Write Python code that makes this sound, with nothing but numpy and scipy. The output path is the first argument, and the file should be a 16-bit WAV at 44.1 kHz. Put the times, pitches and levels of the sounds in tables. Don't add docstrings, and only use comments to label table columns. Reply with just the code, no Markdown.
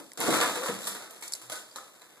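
import sys
import numpy as np
from scipy import signal
from scipy.fft import rfft, irfft
from scipy.io import wavfile
from scipy.ndimage import uniform_filter1d

SR = 44100
rng = np.random.default_rng(int(sys.argv[2]) if len(sys.argv) > 2 else 0)


def materialize(psi):
    bounded = np.clip(np.atleast_2d(psi).T, -1, 1)
    quanta = np.round(bounded * 32767).astype(np.int16)
    wavfile.write(sys.argv[1], SR, quanta)


N = 97020
RING_ATTACK_S = 0.00066


def undb(db):
    return 10 ** (np.asarray(db) / 20)


def over_hz(table, hz):
    points, values = np.array(table, float).T
    return np.interp(np.log(np.maximum(hz, 1)), np.log(points), values)


def over_time(table):
    times, *columns = np.array(table, float).T
    return [np.interp(np.arange(N) / SR, times, column) for column in columns]


def colour(x, table, tilt_db=0):
    hz = np.arange(N + 1) * SR / (2 * N)
    gain = undb(over_hz(table, hz) + tilt_db * np.log2(np.maximum(hz, 1000) / 1000))
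    cepstrum = irfft(np.log(gain / np.sqrt(np.mean(gain ** 2))))
    cepstrum[1:N] *= 2
    cepstrum[N + 1:] = 0
    return irfft(rfft(x, 2 * N) * np.exp(rfft(cepstrum)))[..., :N]


def fade(start, decay):
    age = np.arange(N) / SR - start
    return (age >= 0) * np.exp(-np.maximum(age, 0) / decay)


def pan(left_db):
    return undb(np.array([[left_db], [-left_db]]) / 2)


def ring_of(modes, start, pitch):
    t = np.arange(SR // 2) / SR
    ring = 0
    for hz, db, t60 in modes:
        cycles = hz * pitch * t + rng.random((2, 1))
        ring = ring + undb(db) * np.exp(-np.log(1000) * t / t60) * np.sin(2 * np.pi * cycles)
    strength = np.sqrt(sum(undb(db) ** 2 for _, db, _ in modes) / 2)
    ring = ring * (1 - np.exp(-t / RING_ATTACK_S)) / strength
    return np.pad(ring, ((0, 0), (int(start * SR), N)))[:, :N]


def air():
    # frequency in Hz, relative level in dB.
    spectrum = [(30, -13), (110, -0.5), (240, 1.5), (871, -6), (1880, -35), (4070, -18), (14000, -6)]
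    return undb(-62) * colour(rng.standard_normal((2, N)), spectrum)


def room(x):
    # frequency in Hz, seconds to fade by 60 dB.
    fade_times = [(150, 0.59), (500, 0.51), (1400, 0.36), (4000, 0.44), (12000, 0.33)]
    build_s = 0.0017
    t, hz = np.arange(SR) / SR, np.arange(SR // 2 + 1)
    noise, tail = rfft(rng.standard_normal((2, SR))), 0
    for low in 22 * 2 ** np.arange(10):
        band = irfft(noise * ((hz >= low) & (hz < 2 * low)))
        tail = tail + band * np.exp(-np.log(1000) * t / over_hz(fade_times, low * np.sqrt(2)))
    tail *= 1 - np.exp(-t / build_s)
    tail /= np.linalg.norm(tail, axis=1, keepdims=True)
    return signal.fftconvolve(x, tail, axes=-1)[:, :N]


def hum():
    peak_s, width_s, hz, db = 1.49, 0.052, 122, -61.5
    t = np.arange(N) / SR
    swell = np.exp(-((t - peak_s) / width_s) ** 2)
    return undb(db) * swell * np.sin(2 * np.pi * hz * t)


def ticks():
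    # start in seconds, level in dB, decay in seconds, treble tilt in dB per octave,
    # pitch multiplier of the ring, ring level in dB relative to the tick.
    hits = [(.118, -36, 0.001, -4.5, 0.41, -2), (0.1336, -39.5, 0.0017, 6, 0.81, -24),
            (1.211, -41, 0.0052, 13, 1, -24), (1.279, -33.5, 0.0049, 3, 1, -16),
            (1.322, -29.5, 0.0033, 0, 0.81, -22), (1.33, -35, 0.0055, 7, 1, -11),
            (1.336, -23, 0.00079, -0.5, 1, 4), (1.338, -28.5, 0.0031, 5, 0.87, -8),
            (1.351, -37.5, 0.0086, 0, 0.88, -11)]
    # frequency in Hz, relative level in dB.
    spectrum = [(300, -23), (1800, -11), (3500, -14), (4400, -4), (5200, 2.5), (5900, -3), (7700, 4.5),
                (9200, -3.5), (10700, 1), (14000, -17)]
    modes = [(4550, -2), (5100, -3.5), (7700, -2)]
    t, out = np.arange(N) / SR, 0
    for start, db, decay, tilt, pitch, ring_db in hits:
        force = undb(db) * fade(start, decay)
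        burst = colour(force * rng.standard_normal((2, N)), spectrum, tilt)
        ring = sum(undb(ring_db + mode_db) * np.sin(2 * np.pi * hz * pitch * (t - start))
                   for hz, mode_db in modes)
        below_ring_cut = signal.butter(10, 4240 * pitch, "high", fs=SR, output="sos")
        out = out + burst + signal.sosfilt(below_ring_cut, force * ring)
    return out


def whine():
    # time in seconds, pitch in Hz, level in dB.
    melody = [(.555, 460, -56), (.574, 483.7, -38.5), (.598, 479.4, -44), (.62, 528, -45.5),
              (.648, 532.7, -40.5), (.675, 511.6, -52), (.70, 476, -34.5), (.722, 444, -54)]
    pitch_jitter, octave_db = 0.024, -11.5
    t = np.arange(N) / SR
    hz, db = over_time(melody)
    waver = uniform_filter1d(rng.standard_normal(N), size=200)
    phase = 2 * np.pi * np.cumsum(hz * (1 + pitch_jitter * waver / waver.std())) / SR
    tone = np.sqrt(2) * (np.sin(phase) + undb(octave_db) * np.sin(2 * phase))
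    sounding = (t > melody[0][0]) & (t < melody[-1][0])
    return undb(db) * sounding * tone * pan(left_db=12)


def thuds():
    # start in seconds, level in dB, decay in seconds, ring level in dB, pitch multiplier.
    blows = [(0.0, -39, .011, -63, 1), (.188, -33.5, 0.02, -57, 0.74), (.235, -42, 0.015, -43, 1),
             (.279, -23, 0.021, -28, 0.99), (.689, -39.5, 0.018, -39.5, .68), (.875, -45.5, .012, -61, .68)]
    # frequency in Hz, relative level in dB.
    spectrum = [(30, -42), (80, -20), (125, -11.5), (200, -5), (295, -1), (400, -3), (700, -9.5),
                (2000, -40), (8000, -66)]
    # frequency in Hz, relative level in dB, seconds to fade by 60 dB.
    door_modes = [(159, -6, 0.11), (234, -7.5, 0.17), (284.7, 0, .24), (302.6, -2.5, 0.26), (353, -8, 0.22),
                  (698, -8, 0.19)]
    attack_s = 0.0031
    force, panel = 0, 0
    for start, db, decay, ring_db, pitch in blows:
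        force = force + undb(db) * (fade(start, decay) - fade(start, attack_s))
        panel = panel + undb(ring_db) * ring_of(door_modes, start, pitch)
    boom = colour(force * rng.standard_normal((2, N)), spectrum)
    return (boom + panel) * pan(left_db=1)


def slat_taps():
    # start in seconds, pitch in Hz, level in dB, decay in seconds.
    taps = [(1.228, 2220, -39, 0.0047), (1.713, 4830, -46, 0.0055), (1.759, 4060, -31, 0.0025),
            (1.784, 1265, -33, 0.006), (1.797, 1260, -41, 0.01), (2.019, 4040, -46.5, 0.0045)]
    t, out = np.arange(N) / SR, 0
    for start, hz, db, decay in taps:
        envelope = fade(start, decay) - fade(start, RING_ATTACK_S)
        out = out + undb(db) * envelope * np.sin(2 * np.pi * hz * (t - start))
    return out


def slat_snaps():
    # start in seconds, level in dB, decay in seconds.
    flicks = [(0.203, -23, 0.0015), (.265, -33, .003), (.505, -37, 0.0024), (0.8722, -28.5, .003),
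              (.877, -28, 0.0061), (1.108, -40, 0.0049)]
    # frequency in Hz, relative level in dB.
    spectrum = [(2000, -28), (6000, -12), (10000, 2), (14000, -3.5)]
    force = sum(undb(db) * fade(start, decay) for start, db, decay in flicks)
    return colour(force * rng.standard_normal((2, N)), spectrum)


def contacts(per_second, spread_db, decay_s=0.0015):
    hits = rng.random(N) < per_second / SR
    sizes = undb(spread_db * np.clip(rng.standard_normal(N), -2, 2))
    power = signal.lfilter([1], [1, -np.exp(-2 / (decay_s * SR))], hits * sizes ** 2)
    return np.sqrt(power / power.mean()) * rng.standard_normal((2, N))


def slat_crash():
    # start in seconds, levels in dB of the dull clatter, the bright crack and the ring,
    # decay of the flurry in seconds, pitch multiplier of the slat.
    slaps = [(0.0, -45, -46, -49.5, 0.0094, 1), (0.174, -40, -38, -60, 0.017, 1),
             (0.203, -30.5, -30, -31.5, 0.024, .72), (0.266, -28.5, -35, -32, 0.0088, .9),
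             (0.323, -29, -29, -27.5, 0.016, 1.05), (0.339, -25.5, -29.5, -26.5, 0.0061, 1.08),
             (.403, -29, -32, -31.5, 0.0058, .71), (0.411, -22, -27.5, -27, 0.0092, .92),
             (.428, -25, -30, -30.5, 0.014, 1.36), (0.488, -30, -44, -33.5, 0.0072, 1),
             (0.555, -33.5, -36.5, -33.5, 0.027, .95), (.618, -44, -53, -38, 0.0066, .92),
             (0.632, -37, -37.5, -41, 0.019, 1.1), (0.66, -36.5, -37, -34, 0.022, 1.04),
             (.683, -34, -48, -32, 0.016, 1.02), (.87, -36, -29.5, -38.5, 0.016, 1.05),
             (.949, -37.5, -39.5, -39, 0.018, 1.2), (1.022, -45.5, -42.5, -46.5, 0.0051, 1.18),
             (1.058, -49, -49, -47.5, 0.0065, 1.05), (1.106, -65, -50.5, -52, 0.011, 1),
             (1.224, -48.5, -39, -43, 0.034, 1.8), (1.351, -62, -43.5, -72, 0.016, 1),
             (1.416, -52.5, -46.5, -59, 0.023, 1), (1.498, -42.5, -34.5, -41, 0.011, 1),
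             (1.519, -42.5, -33, -35.5, 0.014, 1.18), (1.555, -47, -39.5, -41.5, 0.028, 1.19),
             (1.759, -42, -37.5, -38, 0.012, 1), (1.785, -47, -55, -47, 0.003, 1),
             (2.017, -51.5, -50, -56, 0.0085, 1.38)]
    # frequency in Hz, relative level in dB, seconds to fade by 60 dB.
    slat_modes = [(524, -5.5, 0.061), (793.7, -6, 0.062), (1058, -6.5, 0.076), (1248, -2, .095),
                  (1293, -4.5, 0.08), (1444, -9.5, 0.023), (1721, -10.5, 0.057), (3720, -10, 0.027)]
    # time in seconds, clatter level in dB, crack level in dB.
    jostle_levels = [(0, -65, -55), (.165, -65, -67), (.2, -40, -42.5), (.3, -35, -35), (.35, -30.5, -32),
                     (.44, -33.5, -38), (.51, -42.5, -40.5), (.6, -49.5, -47.5), (.69, -44.5, -40.5),
                     (.77, -46, -48), (.86, -48, -41), (.98, -52.5, -53), (1.18, -56.5, -55.5),
                     (1.3, -59, -56.5), (1.46, -62.5, -57.5), (1.58, -59.5, -72), (1.67, -62, -58.5),
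                     (1.88, -61, -59.5), (2.2, -60.5, -64)]
    # frequency in Hz, relative level in dB.
    clatter_spectrum = [(35, -65), (80, -35), (130, -15), (200, -5.5), (400, 2.5), (800, 1.5), (1400, 1),
                        (2000, -2), (2600, -3.5), (3500, -5), (6000, -35.5), (14000, -74)]
    crack_spectrum = [(500, -42.5), (2000, -1.5), (3200, 2), (4200, 1), (5500, -0.5), (7500, 4.5),
                      (10500, 0), (12000, 0), (14000, -7)]
    flurry = contacts(per_second=2000, spread_db=2)
    jostle = contacts(per_second=700, spread_db=3)
    clatter, crack = (jostle * undb(db) for db in over_time(jostle_levels))
    ring = 0
    for start, clatter_db, crack_db, ring_db, decay, pitch in slaps:
        burst = flurry * fade(start, decay)
        clatter += undb(clatter_db) * burst
        crack += undb(crack_db) * burst
        ring = ring + undb(ring_db) * ring_of(slat_modes, start, pitch)
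    return colour(clatter, clatter_spectrum) + colour(crack, crack_spectrum) + ring


def scene():
    crash = slat_crash() + slat_snaps() + thuds()
    taps, cry, background = slat_taps(), whine(), air()
    echo = room(undb(-1) * crash + undb(-5) * taps + undb(-9.5) * cry)
    return crash + taps + cry + echo + hum() + ticks() + background


def record(dry):
    # frequency in Hz, depth of this effect from 0 to 1.
    comb_depth = [(100, 0.22), (500, 0.58), (1000, 0.78), (1400, 1), (3100, 1), (4300, 0.93), (5500, 0.45),
                  (9000, 0.43), (12000, 0.67)]
    comb_spacing_hz, low_cut_hz, high_cut_hz = 2935, 77, 13950
    left, right = signal.sosfilt(signal.butter(2, low_cut_hz, "high", fs=SR, output="sos"), dry)
    hz = np.arange(N + 1) * SR / (2 * N)
    likeness = -over_hz(comb_depth, hz) * np.cos(2 * np.pi * np.maximum(hz / comb_spacing_hz, .5))
    mid = irfft(rfft(left + right, 2 * N) * np.sqrt(1 + likeness))[:N] / 2
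    side = irfft(rfft(left - right, 2 * N) * np.sqrt(1 - likeness))[:N] / 2
    high_cut = signal.ellip(10, .2, 80, high_cut_hz, fs=SR, output="sos")
    return signal.sosfilt(high_cut, [mid + side, mid - side])


dry = scene()
out = record(dry)
materialize(out)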